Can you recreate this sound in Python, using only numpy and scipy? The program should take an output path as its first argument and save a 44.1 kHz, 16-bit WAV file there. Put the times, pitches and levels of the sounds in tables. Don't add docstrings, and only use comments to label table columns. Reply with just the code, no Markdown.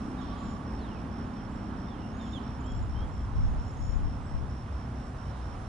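import sys
import numpy as np
from scipy import signal
from scipy.fft import rfft, irfft, next_fast_len
from scipy.io import wavfile
from scipy.ndimage import map_coordinates

SR = 44100
rng = np.random.default_rng(int(sys.argv[2]) if len(sys.argv) > 2 else 0)


def transcribe(u):
    v = np.clip(np.atleast_2d(u).T, -1, 1)
    q = np.round(v * 32767).astype(np.int16)
    wavfile.write(sys.argv[1], SR, q)


N = 250488

# [f/Hz, density/dB per Hz]
WIND_SPECTRUM = [(10, -17), (18, -6.5), (28, 0.5), (50, -2), (80, -6), (130, -16.5), (200, -23.5),
                 (350, -46), (700, -58.5)]
# [t/s, length/s, level/dB, side/dB]
GUST_PUFFS = [(2.672, 0.55, -36.5, 1.5), (3.326, 0.16, -23, 1.5), (3.744, .33, -31, 9),
              (4.299, 0.05, -35, 13)]
PUFF_ATTACK_S, PUFF_RELEASE_DB_PER_S, CALM_DB = 0.064, 81, -52

# [t/s, rumble gain/dB, exhaust drone gain/dB]
ENGINE_LEVELS = [(0, -40, -36.3), (2.4, -39.5, -38), (2.9, -36, -42), (5.68, -37, -44.5)]
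FIRING_HZ = 31.59
# [multiple of the firing rate, level/dB against its band]
RUMBLE_LINES = [(2, -7), (3, -14.5)]
# [multiple of the firing rate, level/dB against its band]
DRONE_LINES = [(6, -14), (7, -11), (8, -11), (9, -17), (10, -20.5), (11.2, -25), (12.6, -27)]
# [f/Hz, density/dB per Hz]
RUMBLE_SPECTRUM = [(12, -32.5), (25, -11), (42, -1.5), (65, 3), (80, -0.5), (90, -7.5), (100, -0.5),
                   (115, -2), (135, -4), (160, -10.5), (220, -21.5), (400, -52.5)]
# [f/Hz, density/dB per Hz]
DRONE_SPECTRUM = [(100, -19), (160, -0.5), (200, 2), (260, -1), (290, -2), (335, -12.5), (420, -16),
                  (700, -31.5)]

# [t/s, wash level/dB, leaf hiss level/dB]
BREEZE_LEVELS = [(0.0, -48, -75.5), (0.3, -47.5, -78), (1.93, -48.5, -80), (3.99, -49.5, -78),
                 (4.26, -50, -79), (5.68, -48.5, -76.5)]
# [f/Hz, density/dB per Hz]
WASH_SPECTRUM = [(300, 0.5), (370, -1), (450, -2.5), (600, -3), (800, -2), (1120, -4.5), (1450, -9),
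                 (1950, -15), (2400, -19), (3100, -20), (4000, -25), (5000, -28)]
# [f/Hz, density/dB per Hz]
LEAF_SPECTRUM = [(2500, -14), (3500, -1), (4700, 1), (6200, 2), (7500, -1.5), (8300, -1.5), (9600, 0.5),
                 (10300, -6), (11000, -11.5), (12000, -25)]
# [f/Hz, phase/rad]
PORT_LEAD = [(300, 0), (550, -1), (780, 0), (1120, -0.3), (1500, 0.17), (2200, 1), (4000, 0)]
# [f/Hz, likeness -1 to 1]
PORT_LIKENESS = [(300, 0.92), (600, 0.87), (1060, 0.24), (1900, 0.59), (3300, 0.7), (5900, -0.066),
                 (10500, -0.22)]
# [f/Hz, side/dB]
PORT_BALANCE = [(300, -0.5), (600, -3.5), (1000, -10.5), (1400, -9.5), (1900, -4), (3300, -1.5), (4500, 0),
                (7500, 0.5), (9500, 5), (11000, 1.5)]

# [t/s, chirps per s]
CRICKET_TEMPO = [(0, 4.44), (1.3, 4.46), (1.75, 4.68), (2.5, 4.37), (5.68, 4.36)]
FIRST_CHIRP_S, CHIRP_S, CHIRP_DB = -0.015, 0.146, -61.5
STROKE_WIDTH, STROKE_SWEEP_HZ = 0.33, 650

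# [t/s, length/s, first f/Hz, last f/Hz, bend, level/dB, side/dB,
# distance 0-1]
SLURRED_NOTES = [ (0.182, .058, 4040, 3100, .1, -64, -13, .4), (.21, .016, 7300, 6650, -1.1, -68, -5, .2),
                 (.314, .092, 4070, 3000, -.5, -66, 1, .4), (0.784, .052, 4020, 3250, -1, -69, -1, .5),
                 (0.774, .245, 4930, 2180, -1.3, -64.5, 3, .35),
                 (1.351, 0.086, 3750, 2920, -0.5, -69, 2, .35), (1.869, .095, 3710, 3000, 1.5, -62, 0, .45),
                 (1.98, .094, 2990, 2850, -2, -66, 0, .55), (2.19, .105, 3710, 3000, 1.5, -60.5, 2, 0.2),
                 (2.326, 0.065, 3790, 2920, 0.6, -53.5, -17.5, .2),
                 (2.631, 0.11, 2900, 3320, -4, -61, -1, 0.41),
                 (2.937, .12, 3100, 3480, 3.5, -60.5, -1, 0.3)]
# [t/s, length/s, interval/s, centre of tops f/Hz, level/dB, distance 0-1]
TWITTER_RUNS = [ (0.4, .115, .033, 7570, -69, .2), (1.2, .115, .033, 7150, -79.5, 0.7),
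                (1.478, .115, .033, 7450, -77, .7), (2.212, .14, .031, 7250, -74, 0.5),
                (2.603, .25, .055, 7340, -60.5, 0.3), (3.04, .215, .033, 7450, -78, .8),
                (3.32, .18, .033, 7100, -79, .9), (3.609, .15, .033, 7300, -75, .9),
                (4.219, .05, .033, 7900, -72.5, .9), (5.0, .115, .033, 7600, -81, .9)]
PIP_S, PIP_ARCH_HZ, PIP_SEESAW_HZ, TWITTER_SWELL_DB = 0.017, 580, 150, 8.5
GRACE_S, GRACE_DB = 0.018, -9
# [t/s, length/s, held f/Hz, scoop depth/Hz, level/dB, distance 0-1]
WHISTLE_NOTES = [(.375, 0.17, 7010, 150, -70.5, 0.4), (2.114, 0.23, 6800, 450, -74, 0.6),
                 (3.408, 0.33, 6720, 450, -78, .6), (3.76, 0.22, 6870, 750, -67.5, 0.33)]
SCOOP_S = 0.033
# [t/s, length/s, f/Hz, width/Hz, level/dB, side/dB]
BLURRED_CALLS = [(0.102, 0.7, 1136, 90, -53.5, -8), (0.152, 0.46, 3380, 1400, -63.5, -4.5),
                 (2.172, 0.39, 3280, 1100, -64.5, -4), (3.252, .2, 1060, 110, -59, -11),
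                 (5.273, .24, 3900, 900, -70.5, -4)]

# [t/s, peak level/dB, side/dB]
REED_TICKS = [(.7223, -58, 5), (3.8053, -56, 0), (4.0971, -63, 6)]
# [f/Hz, width/Hz, level/dB]
CHORUS_BANDS = [(5040, 230, -76.5), (5426, 210, -76), (5870, 180, -78.5)]
BANK_T60_S, BANK_ECHO_DB = 0.55, -8
CUTOFF_HZ = 11200


def from_db(db):
    return 10 ** (np.asarray(db) / 20)


def rms_one(x):
    return x / np.sqrt(np.mean(x ** 2) + 1e-20)


def in_time(rows):
    s, *columns = np.transpose(rows)
    return [np.interp(np.arange(N) / SR, s, c) for c in columns]


def at_hz(points, hz):
    known_hz, values = np.transpose(points)
    return np.interp(np.log(hz + 1e-9), np.log(known_hz), values)


def pan(side_db):
    return from_db(np.array([[0.5], [-0.5]]) * side_db)


def drift(rate):
    knots = rng.standard_normal(4096)
    position = np.arange(N) / SR * 2 * rate
    return rms_one(map_coordinates(knots, [position], order=3, mode="wrap"))


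def fade(u, edge):
    return np.sin(np.pi / 2 * np.clip(np.minimum(u, 1 - u) / edge, 0, 1))


def progress(length):
    return np.linspace(0, 1, max(int(length * SR), 2))


def add(out, s, sound):
    at = round(s * SR)
    first, last = max(at, 0), min(at + sound.shape[-1], N)
    out[:, first:last] += sound[:, first - at:last - at]


def stereo_noise(spectrum, likeness, side_db=None, lead=None):
    size = next_fast_len(N)
    hz = np.arange(size // 2 + 1) * SR / size
    mid, side = rfft(rng.standard_normal((2, size)))
    alike = np.clip(at_hz(likeness, hz) if np.ndim(likeness) else likeness, -1, 1)
    ports = np.sqrt(1 + alike) * mid + np.sqrt(1 - alike) * side * [[1], [-1]]
    if lead:
        ports[0] *= np.exp(1j * at_hz(lead, hz))
    low_pass = 1 / (1 + (hz / spectrum[-1][0]) ** 8)
    high_pass = 1 / (1 + (spectrum[0][0] / (hz + 1)) ** 8)
    colour = low_pass * high_pass * from_db(at_hz(spectrum, hz))
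    balance = pan(at_hz(side_db, hz) if side_db else 0)
    noise = irfft(ports * colour * balance, size)[:, :N]
    return noise / np.std(noise.mean(axis=0))


def band(x, hz, width_hz):
    b, a = signal.iirpeak(hz, hz / width_hz, fs=SR)
    return signal.lfilter(b, a, signal.lfilter(b, a, x))


def wind(lumpy_db=2.5, eddy_rate=6):
    t, power = np.arange(N) / SR, from_db(CALM_DB) ** 2
    for s, length, db, side_db in GUST_PUFFS:
        attack = np.clip((t - s) / PUFF_ATTACK_S, 0, 1)
        release_db = PUFF_RELEASE_DB_PER_S * np.maximum(t - s - length, 0)
        power = power + (attack * from_db(db - release_db) * pan(side_db)) ** 2
    lumps_db = lumpy_db * np.array([drift(eddy_rate), drift(eddy_rate)])
    buffeting = rms_one(stereo_noise(WIND_SPECTRUM, likeness=-0.15))
    return np.sqrt(power) * from_db(lumps_db) * buffeting


def engine(wander=0.01225, fading_db=2.5, rumble_noise_db=-1.0, drone_noise_db=-5.0):
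    rumble_db, drone_db = in_time(ENGINE_LEVELS)
    phase = 2 * np.pi * np.cumsum(FIRING_HZ * (1 + wander * drift(3))) / SR

    def lines(orders):
        total = np.zeros(N)
        for order, db in orders:
            level = np.sqrt(2) * from_db(db + fading_db * drift(3))
            total += level * np.sin(order * phase + rng.uniform(0, 2 * np.pi))
        return total

    rumble_noise = from_db(rumble_noise_db) * stereo_noise(RUMBLE_SPECTRUM, likeness=1.0)
    drone_noise = from_db(drone_noise_db) * stereo_noise(DRONE_SPECTRUM, likeness=0.92)
    rumble = lines(RUMBLE_LINES) + rumble_noise
    drone = lines(DRONE_LINES) + drone_noise
    return from_db(rumble_db) * rumble + from_db(drone_db) * drone


def trees(wash_gain_db=1.0, hiss_gain_db=7.5, flutter_db=0.5):
    wash_db, hiss_db = in_time(BREEZE_LEVELS)
    wash_level = from_db(wash_db + wash_gain_db + flutter_db * drift(6))
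    hiss_level = from_db(hiss_db + hiss_gain_db + flutter_db * drift(13))
    wash = stereo_noise(WASH_SPECTRUM, PORT_LIKENESS, PORT_BALANCE, PORT_LEAD)
    hiss = stereo_noise(LEAF_SPECTRUM, PORT_LIKENESS, PORT_BALANCE)
    return wash_level * wash + hiss_level * hiss


def chirp_times():
    beats = np.cumsum(in_time(CRICKET_TEMPO)[0]) / SR
    return FIRST_CHIRP_S + np.searchsorted(beats, np.arange(beats[-1])) / SR


def cricket(stroke_hz=72, wing_hz=5415, ground_s=0.00222, ground_db=-5, side_db=2.5,
            port_phase=1.5, uneven_db=0.5, chirp_spread_db=1.1):
    out, starts = np.zeros((2, N)), chirp_times()
    t = np.arange(int(CHIRP_S * SR)) / SR
    stroke = (t * stroke_hz).astype(int)
    u = t * stroke_hz % 1 - 0.5
    strength = np.exp(-(u / STROKE_WIDTH) ** 2 / 2) * np.sqrt(np.cos(np.pi * u).clip(0))
    ground_delay = round(ground_s * wing_hz) / wing_hz
    for s, chance in zip(starts, rng.standard_normal((len(starts), 2, 32))):
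        hz = wing_hz * (1 + 0.0051 * chance[0, stroke]) - STROKE_SWEEP_HZ * u
        phase = 2 * np.pi * np.cumsum(hz) / SR
        chirp_db = CHIRP_DB + chirp_spread_db * chance[1, -1] + uneven_db * chance[1, stroke]
        level = from_db(chirp_db) * fade(t / CHIRP_S, edge=0.055)
        chirp = strength * level * np.sin(phase + [[port_phase], [0]]) * pan(side_db)
        add(out, s, chirp)
        add(out, s + ground_delay, chirp * from_db(ground_db))
    return out + from_db(BANK_ECHO_DB) * bank_echo(out)


def sing(notes, edge, warble_hz, warble_db, warble_rate, echo_db):
    # (t/s, pitch curve/Hz, level/dB, side/dB, octave level/dB, distance 0-1)
    direct, scattered = np.zeros((2, 2, N))
    quiver, flutter = drift(warble_rate), drift(warble_rate)
    for s, hz, db, side_db, octave_db, distance in notes:
        now = (int(s * SR) + np.arange(len(hz))) % N
        phase = 2 * np.pi * np.cumsum(hz + distance * warble_hz * quiver[now]) / SR
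        overtones = np.sin(2 * phase) + np.sin(3 * phase) / np.pi
        tone = np.sin(phase) + from_db(octave_db) * overtones
        envelope = fade(np.linspace(0, 1, len(hz)), edge)
        level = envelope * from_db(db + distance * warble_db * flutter[now])
        note = np.sqrt(2) * tone * level * pan(side_db)
        add(direct, s, note)
        add(scattered, s, distance * note)
    return direct + from_db(echo_db) * bank_echo(scattered)


def slurs(onset_hz=500, onset_s=0.005, overtone_db=-20):
    notes, loudest_db = [], np.array(SLURRED_NOTES)[:, 5].max()
    for s, length, first, last, bend, db, side_db, distance in SLURRED_NOTES:
        u = progress(length)
        glide = np.cumsum(np.exp(bend * u))
        flick = onset_hz * np.exp(-u * length / onset_s)
        hz = first + (last - first) * glide / glide[-1] - flick
        notes.append((s, hz, db, side_db, overtone_db + db - loudest_db, distance))
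    return sing(notes, edge=0.22, warble_hz=90, warble_db=6.5, warble_rate=70, echo_db=2.5)


def twitters(side_db=-0.6, octave_db=-40):
    notes, arch = [], PIP_ARCH_HZ * (2 * progress(PIP_S) - 1) ** 2
    for s, length, gap, centre_hz, db, distance in TWITTER_RUNS:
        starts = np.arange(0, length, gap)
        for k, start in enumerate(starts):
            hz = centre_hz - (-1) ** k * PIP_SEESAW_HZ - arch
            swell = np.sin(np.pi * (k + 0.5) / len(starts))
            pip_db = db - TWITTER_SWELL_DB * (1 - swell)
            at = s + start
            notes.append((at, hz, pip_db, side_db, octave_db, distance))
            notes.append((at - GRACE_S, hz, pip_db + GRACE_DB, side_db, octave_db, distance))
    return sing(notes, edge=0.23, warble_hz=110, warble_db=6, warble_rate=70, echo_db=5.0)


def whistles(side_db=-4.0, octave_db=-40):
    notes = []
    for s, length, held_hz, scoop_hz, db, distance in WHISTLE_NOTES:
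        hz = held_hz - scoop_hz * np.exp(-progress(length) * length / SCOOP_S)
        notes.append((s, hz, db, side_db, octave_db, distance))
    return sing(notes, edge=0.065, warble_hz=75, warble_db=6, warble_rate=70, echo_db=2.5)


def far_calls(twitter_db=-0.5, twitter_rate=30, peak_shift=0.73):
    out, flicker = np.zeros((2, N)), from_db(twitter_db * drift(twitter_rate))
    white = rng.standard_normal((3, N))
    for s, length, hz, width_hz, db, side_db in BLURRED_CALLS:
        now = (int(s * SR) + np.arange(int(length * SR))) % N
        swell = fade(np.linspace(0, 1, len(now)) ** peak_shift, edge=0.38)
        noise = white[0, now] + white[1:, now]
        call = band(noise, hz, width_hz) * flicker[now] * swell
        add(out, s, rms_one(call) * from_db(db) * pan(side_db))
    return out


def reeds(decay_s=0.0044, stem_hz=8500, width_hz=6000):
    out, t = np.zeros((2, N)), np.arange(SR // 20) / SR
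    for s, db, side_db in REED_TICKS:
        impact = rng.standard_normal((2, len(t))) * np.exp(-t / decay_s)
        tick = band(impact, stem_hz, width_hz)
        add(out, s, tick / np.abs(tick).max() * from_db(db) * pan(side_db))
    return out


def far_insects():
    out = np.zeros((2, N))
    for hz, width_hz, db in CHORUS_BANDS:
        out += from_db(db) * rms_one(band(rng.standard_normal((2, N)), hz, width_hz))
    return out


def bank_echo(x):
    t = np.arange(SR) / SR
    build_up = 1 - np.exp(-t / 0.018)
    tail = rng.standard_normal((2, SR)) * from_db(-60 * t / BANK_T60_S) * build_up
    return signal.fftconvolve(x.mean(axis=0)[None], rms_one(tail) / np.sqrt(SR), axes=1)[:, :N]


def scene():
    birds = slurs() + whistles() + twitters() + far_calls()
    return birds + cricket() + far_insects() + reeds() + trees() + engine() + wind()


def record(dry):
    low_pass = signal.ellip(10, 0.1, 80, CUTOFF_HZ, fs=SR, output="sos")
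    return signal.sosfilt(low_pass, dry)


dry = scene()
out = record(dry)
transcribe(out)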